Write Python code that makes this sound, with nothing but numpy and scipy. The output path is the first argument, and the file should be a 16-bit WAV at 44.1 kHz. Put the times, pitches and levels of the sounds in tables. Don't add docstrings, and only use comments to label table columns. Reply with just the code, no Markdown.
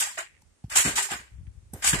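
import sys
import numpy as np
from scipy import signal
from scipy.fft import rfft, irfft
from scipy.io import wavfile
from scipy.ndimage import uniform_filter1d

SR = 44100
rng = np.random.default_rng(int(sys.argv[2]) if len(sys.argv) > 2 else 0)


def volts_from_db(level):
    exponent = np.asarray(level, float) / 20
    return 10 ** exponent


def generate_wav(sig):
    pcm = np.round(np.clip(np.atleast_2d(sig).T, -1, 1) * 32767).astype(np.int16)
    wavfile.write(sys.argv[1], SR, pcm)


N = 88200
T = np.arange(N) / SR
CLICKS_PER_S, UNEVEN_DB = 1800, 3.5


def rms_one(x):
    return x / np.sqrt(np.mean(x ** 2) + 1e-20)


def at_hz(points, hz):
    points = np.array(points)
    return np.interp(np.log(hz), np.log(points[:, 0]), points[:, 1])


def filtered(x, order, hz, kind="low"):
    return signal.sosfilt(signal.butter(order, hz, kind, fs=SR, output="sos"), x)


def drift(rate_hz):
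    r = np.exp(-2 * np.pi * rate_hz / SR)
    noise = signal.lfilter([1], [1, -2 * r, r * r], rng.standard_normal(N + SR))
    return rms_one(noise[SR:])


def ringing(hz, db, t60):
    t = T[:SR // 5, None]
    modes = volts_from_db(db) * volts_from_db(-60 * t / t60) * np.sin(2 * np.pi * hz * t)
    body = modes @ rng.choice([-1., 1.], len(hz))
    return body / np.sqrt(np.sum(body ** 2))


def clicks(rate, uneven_db):
    size = volts_from_db(uneven_db * np.minimum(rng.exponential(1, N), 4))
    size = size * rng.choice([-1, 1], N)
    return rms_one(size * (rng.random(N) < rate / SR))


def lingering(drive, t60):
    r = volts_from_db(-120 / (t60 * SR))
    return np.sqrt(signal.lfilter([1 - r], [1, -r], drive ** 2))


def pushes(rows, cycles):
    s, db, hz = np.transpose(rows)[:3, :, None]
    turn = np.maximum(T - s, 0) * hz
    envelope = ((3.185 * turn / cycles) * np.exp(1 - 3.216 * turn / cycles)) ** 1.6
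    return volts_from_db(db) * np.sin(2 * np.pi * turn) * envelope


def shaking(column):
    # t/s, coil chatter level/dB, frame clank level/dB, hold/s, decay/(dB/s)
    jolts = [(0.0, -31, -35, 0.021, 169), (.171, -41.5, -34, 0.025, 408), (0.695, -41.5, -48.5, 0.071, 295),
             (0.705, -41, -38, 0.067, 297), (0.752, -20.5, -27.5, 0.0071, 304.5),
             (0.764, -21, -32, .03, 279), (0.839, -30, -30.5, 0.034, 213), (0.954, -25, -35, 0.023, 287),
             (0.969, -49, -27, 0.0046, 345), (1.018, -29.5, -37.5, 0.0033, 308),
             (1.085, -47, -41.5, 0.017, 300), (1.099, -35, -37, 0.01, 300), (1.109, -42, -37, 0.025, 258),
             (1.18, -63.5, -55.5, 0.015, 128), (1.729, -83.5, -58.5, 0.098, 293),
             (1.819, -35.5, -37, 0.025, 294), (1.836, -23.5, -31, 0.022, 298),
             (1.862, -23.5, -32, 0.026, 458), (1.926, -28.5, -25.5, 0.0071, 403),
             (1.982, -36.5, -40, 0.022, 299)]
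    rise_s = .005
    power = np.zeros(N)
    for row in jolts:
        start, level_db, hold_s, decay = row[0], row[column], row[3], row[4]
        t = T - start
        rise = np.clip(t / rise_s, 0, 1) if start > 0 else 1
        power += (rise * volts_from_db(level_db - decay * np.maximum(t - rise_s - hold_s, 0))) ** 2
    return np.sqrt(power)


def struck(drive, spectrum, t60, count, modes):
    out, low, high = np.zeros((2, N)), spectrum[0][0], spectrum[-1][0]
    for k in range(count):
        place = (np.arange(modes) + rng.random(modes)) / modes
        hz = low * (high / low) ** (place ** .8)
        db = at_hz(spectrum, hz) + 3.2 * np.log10(hz)
        mode_db = db + np.minimum(rng.normal(0, 5.0, modes), 5.0)
        body = ringing(hz, mode_db, t60 * volts_from_db(rng.normal(0, 2.1, modes)))
        body = body + volts_from_db(-4.5) * ringing(hz, db, 0.021)
        swing = volts_from_db(2.5 * drift(29.0))
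        taps = clicks(CLICKS_PER_S * 2 / count, UNEVEN_DB)
        out[k % 2] += signal.fftconvolve(drive * swing * taps, body)[:N]
    return out * np.sqrt(2 / count)


def air():
    # f/Hz, level/dB
    hiss_spectrum = [(88, -35), (150, -8), (306, -11.5), (1270, -20.5), (1400, -19.5), (1770, -20),
                     (4120, -24.5), (9270, -19), (15000, -45)]
    hz = np.maximum(np.arange(N // 2 + 1) * SR / N, 1)
    shape = volts_from_db(at_hz(hiss_spectrum, hz)) * (hz > 100)
    hiss = irfft(rfft(rng.standard_normal((2, N))) * shape, N)
    return volts_from_db(-68.0) * rms_one(hiss)


def wind():
    # t/s, level/dB
    gusts = [(0.0, -77), (.27, -69.5), (0.519, -65), (.6, -82), (.7, -62), (.95, -55), (1.08, -77),
             (1.159, -51), (1.289, -65.5), (1.33, -53.5), (1.479, -51.5), (1.7, -57.5), (1.82, -54),
             (1.87, -46), (2.0, -38)]
    s, db = np.transpose(gusts)
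    shared = 1
    white = rng.standard_normal((3, N))
    low = filtered(white[:2] + shared * white[2], 2, [42.2, 90], "band")
    lumps = volts_from_db(2 * np.array([drift(4.7), drift(3.4)]))
    return rms_one(low * lumps) * volts_from_db(np.interp(T, s, db) + 3.0)


def puffs():
    # t/s, peak level/dB, f/Hz
    puff_events = [(.41, -62, 90), (.43, -56, 170), (1.316, -43, 67), (1.333, -41, 58.7), (1.364, -40, 62),
                   (1.383, -38, 78.7), (1.397, -43.5, 109), (1.408, -37.5, 110.2), (1.431, -39, 98.6),
                   (1.452, -38.5, 62.7), (1.473, -31.5, 85), (1.484, -38.5, 58.3), (1.503, -48, 69),
                   (1.552, -40.5, 62.4), (1.572, -39.5, 69), (1.627, -42, 85.5), (1.689, -48, 81.2)]
    lean = rng.uniform(0, 1.0, len(puff_events))
    sides = np.array([1 + lean, 1 - lean])
    return filtered(sides @ pushes(puff_events, 1.26), 2, 370)


def thuds():
    # t/s, peak level/dB, f/Hz
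    knock_events = [(.6415, -25, 115), (.658, -39, 72), (.68, -47, 164), (.715, -45.5, 71),
                    (.788, -41.5, 69), (.851, -24, 216), (.858, -20.5, 180), (.864, -22, 415),
                    (.872, -23.5, 115), (.878, -20.5, 307), (.888, -25.5, 266), (.895, -30, 290),
                    (.905, -36, 108), (.93, -37.5, 59), (1.112, -39.5, 177), (1.119, -29.5, 340),
                    (1.127, -37.5, 316), (1.139, -36, 293), (1.135, -47, 70.6), (1.155, -39.5, 188),
                    (1.19, -45.5, 60), (1.196, -54, 220), (1.733, -30, 192.5), (1.739, -35, 299),
                    (1.744, -31.5, 90), (1.9, -46, 200), (1.928, -28, 163), (1.934, -16, 147),
                    (1.942, -21.5, 320), (1.953, -25, 196), (1.965, -35, 80)]
    loaded_from_s = .7
    knocks = pushes(knock_events, 1.11).sum(axis=0)
    noise = rms_one(filtered(rng.standard_normal(N), 2, [140, 700], "band"))
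    rumble = lingering(knocks * (T > loaded_from_s), 0.26) * noise
    return filtered(knocks, 2, 640) + volts_from_db(-9.5) * rumble


def ticks():
    # t/s, level/dB, low f/Hz,
    # high f/Hz, t60/s
    tick_events = [(0.0, -16, 6560, 12730, 0.12), (0.0, -18, 2800, 4960, 0.2),
                   (.005, -13, 6500, 9000, 0.12), (0.023, -15.5, 6500, 9400, 0.1),
                   (.034, -15.5, 6500, 9700, 0.037), (.184, -19.5, 6000, 8800, 0.061),
                   (.759, -11, 6000, 9520, 0.011), (.812, -10, 6500, 9500, .03),
                   (0.981, -24, 6500, 9400, 0.037), (1.026, -18, 6000, 9500, 0.043),
                   (1.118, -20.5, 6000, 9400, 0.023), (1.846, -22, 6500, 9450, 0.017),
                   (1.858, -22, 6500, 9500, .02), (0.419, -46.5, 4000, 14100, 0.022),
                   (0.639, -56.5, 904, 9020, 0.15), (1.467, -44.5, 1420, 2540, 0.052),
                   (.7, -25.5, 2980, 15500, 0.009), (0.771, -2, 6500, 9430, 0.026),
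                   (0.773, -10, 6550, 9020, 0.019), (0.785, -4, 6500, 9590, 0.027),
                   (1.8745, 2.5, 6600, 9000, 0.019), (1.892, -3, 6500, 9230, 0.033),
                   (.955, -22, 4470, 15500, 0.0294), (1.735, -24.5, 7400, 14900, 0.041),
                   (1.738, -46, 6290, 14900, 1)]
    rise_s = .0015
    out = np.zeros((2, N + SR))
    t = T[:SR // 4]
    for s, db, low_hz, high_hz, t60 in tick_events:
        envelope = np.minimum(t / rise_s, 1) * volts_from_db(db - 60 * t / t60)
        burst = rng.standard_normal((2, len(t))) * envelope
        start = int(s * SR)
        out[:, start:start + len(t)] += filtered(burst + 1e-18, 2, [low_hz, high_hz], "band")
    return out[:, :N]


def hooks():
    # t/s, peak level/dB, f/Hz
    dull_hooks = [(0.011, -51, 790), (0.02, -37.5, 816), (0.049, -51, 740), (0.071, -36.5, 830),
                  (0.113, -45.5, 980), (0.191, -38, 630), (0.209, -41.5, 670), (0.771, -35, 1030),
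                  (0.986, -22.5, 900), (1.0, -38.5, 767), (1.012, -38.5, 800), (1.088, -35.5, 870),
                  (1.12, -28.5, 803), (1.142, -37.5, 722), (1.848, -50, 820), (1.873, -39, 1090)]
    # t/s, peak level/dB, f/Hz
    bright_hooks = [(.018, -28, 1800), (.0254, -13.5, 2710), (.176, -22, 1900), (.185, -20, 1450),
                    (.190, -24, 2300), (.1974, -34, 1800), (.2184, -37, 2270), (.2574, -42, 2340),
                    (.3202, -55.5, 1990), (.759, -16.5, 1660), (.770, -20, 2030), (.7896, -19, 1730),
                    (.853, -16.5, 3060), (.8874, -29, 1350), (.9817, -13, 1760), (1.116, -15, 2750),
                    (1.1632, -35, 1510), (1.469, -54.5, 2326), (1.847, -18, 1580), (1.875, -10, 2410),
                    (1.9345, -25, 1540)]
    t60_cycles, rise_s = 35.6, 0.0023
    out = np.zeros((2, N + SR))
    for rows, gain_db in ((dull_hooks, 2.5), (bright_hooks, -2)):
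        lags_s = rng.uniform(-2e-4, 2e-4, len(rows))
        for (s, db, hz), lag in zip(rows, lags_s):
            delay = np.array([[2e-4 + lag], [2e-4 - lag]]) * min(hz / 2000, 1)
            t = np.maximum(T[:SR // 10] - delay, 0)
            envelope = volts_from_db(db + gain_db - 60 * t * hz / t60_cycles) * np.minimum(t / rise_s, 1)
            start = int(s * SR)
            out[:, start:start + SR // 10] += envelope * np.sin(2 * np.pi * hz * t)
    return out[:, :N]


def clanks():
    # t/s, peak level/dB, f/Hz, t60/s
    clank_events = [(.174, -33.5, 653, 0.094), (0.182, -48.5, 372, 0.16), (.42, -55.5, 867, 0.034),
                    (.639, -45.5, 764, 0.035), (.757, -26.5, 780.6, 0.052), (0.759, -41, 378.3, 0.25),
                    (0.861, -35.5, 450, 0.093), (.978, -29, 909, 0.1), (0.983, -47, 389, 0.49),
                    (1.107, -31.5, 724, 0.049), (1.735, -40, 760, 0.049), (1.736, -41, 397, 0.074),
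                    (1.845, -30, 802, 0.085)]
    s, db, hz, t60 = np.transpose(clank_events)[:, :, None]
    t = np.maximum(T - s, 0)
    envelope = volts_from_db(db - 60 * t / t60) * np.minimum(t / 0.0044, 1)
    pair = np.sin(2 * np.pi * hz * t) + .5 * np.sin(2 * np.pi * 1.06 * hz * t)
    return (envelope * pair).sum(axis=0)


def frame():
    # f/Hz, level/dB
    frame_spectrum = [(240, -48), (400, -12.5), (510, -16), (1130, -7.5), (1280, -7), (1680, 0), (3080, -8),
                      (3960, -12.5), (5000, -8.5), (6500, -30), (11000, -120)]
    shared = .5
    drive = shaking(column=2)
    both = struck(drive, frame_spectrum, 0.063, count=6, modes=50)
    both = filtered(both, 7, 568, "high")
    low = filtered(both[1] - both[0], 2, 900)
    common = low * np.array([[shared], [-shared]])
    rattle = filtered([clicks(980, 3.0), clicks(790, 6.2)], 2, [1670, 2600], "band")
    echo = lingering(drive, 0.45) * rms_one(rattle)
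    return both + common + volts_from_db(-12.5) * echo + clanks()


def coils():
    # f/Hz, level/dB
    coil_spectrum = [(1880, -17.5), (3200, -16.5), (5990, -15), (7530, -3.5), (11300, -16.5),
                     (12100, -20.5), (15100, -17), (15700, -35.5), (16000, -57)]
    # f/Hz, level/dB
    loud_modes = [(5559, -14), (6588, -6), (6988, -7), (7070, -8), (7235, -7), (7397, 0), (7455, -1),
                  (7560, -5), (7700, -7), (7975, -7), (8050, -6), (8400, -9), (8700, -9), (8872, -6)]
    drive = shaking(column=1)
    hz, db = np.transpose(loud_modes)
    loud = []
    for side in range(2):
        taps = drive * clicks(CLICKS_PER_S, UNEVEN_DB)
        loud.append(signal.fftconvolve(taps, ringing(hz, db, .13))[:N])
    chatter = struck(drive, coil_spectrum, 0.093, count=6, modes=75)
    return 1.156 * (chatter + volts_from_db(-6) * np.array(loud))


def scene():
    left_db = -0.56
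    steel = (coils() + frame()) * volts_from_db(np.array([[left_db], [-left_db]]))
    return steel + thuds() + puffs() + wind() + air() + hooks() + ticks()


def thinned(x):
    treble_hz, dip_hz = 9000, 4600
    hz, s, z = signal.stft(x, SR, nperseg=1024)
    line_hz = hz[:, None]
    level = np.sqrt(uniform_filter1d(np.abs(z) ** 2, size=15, axis=1))
    patches = rng.standard_normal((len(hz) // 9 + 1, len(s) // 4 + 1))
    patches = patches.repeat(9, axis=0).repeat(4, axis=1)[:len(hz), :len(s)]
    away_khz = np.maximum(line_hz - treble_hz - 2000, -np.abs(line_hz - dip_hz) - 2500) / 1000
    bar_db = 1.5 * np.minimum(away_khz, 1.5) + 8.0 * patches
    strong = np.abs(z) > level * volts_from_db(bar_db)
    quiet_moment = level.max(axis=1, keepdims=True) < volts_from_db(-62)
    keep = strong | (line_hz < 3000) | (quiet_moment & (line_hz < treble_hz))
    return signal.istft(z * keep, SR, nperseg=1024)[1][:, :N]


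def band_limit(x):
    return signal.sosfilt(signal.butter(12, 16200, fs=SR, output="sos"), x)


def record(dry):
    cut = filtered(dry, 3, 42, "high")
    cut = signal.sosfilt(signal.cheby2(10, 60, 16200, fs=SR, output="sos"), cut)
    return band_limit(thinned(cut))


dry = scene()
out = record(dry)
generate_wav(out)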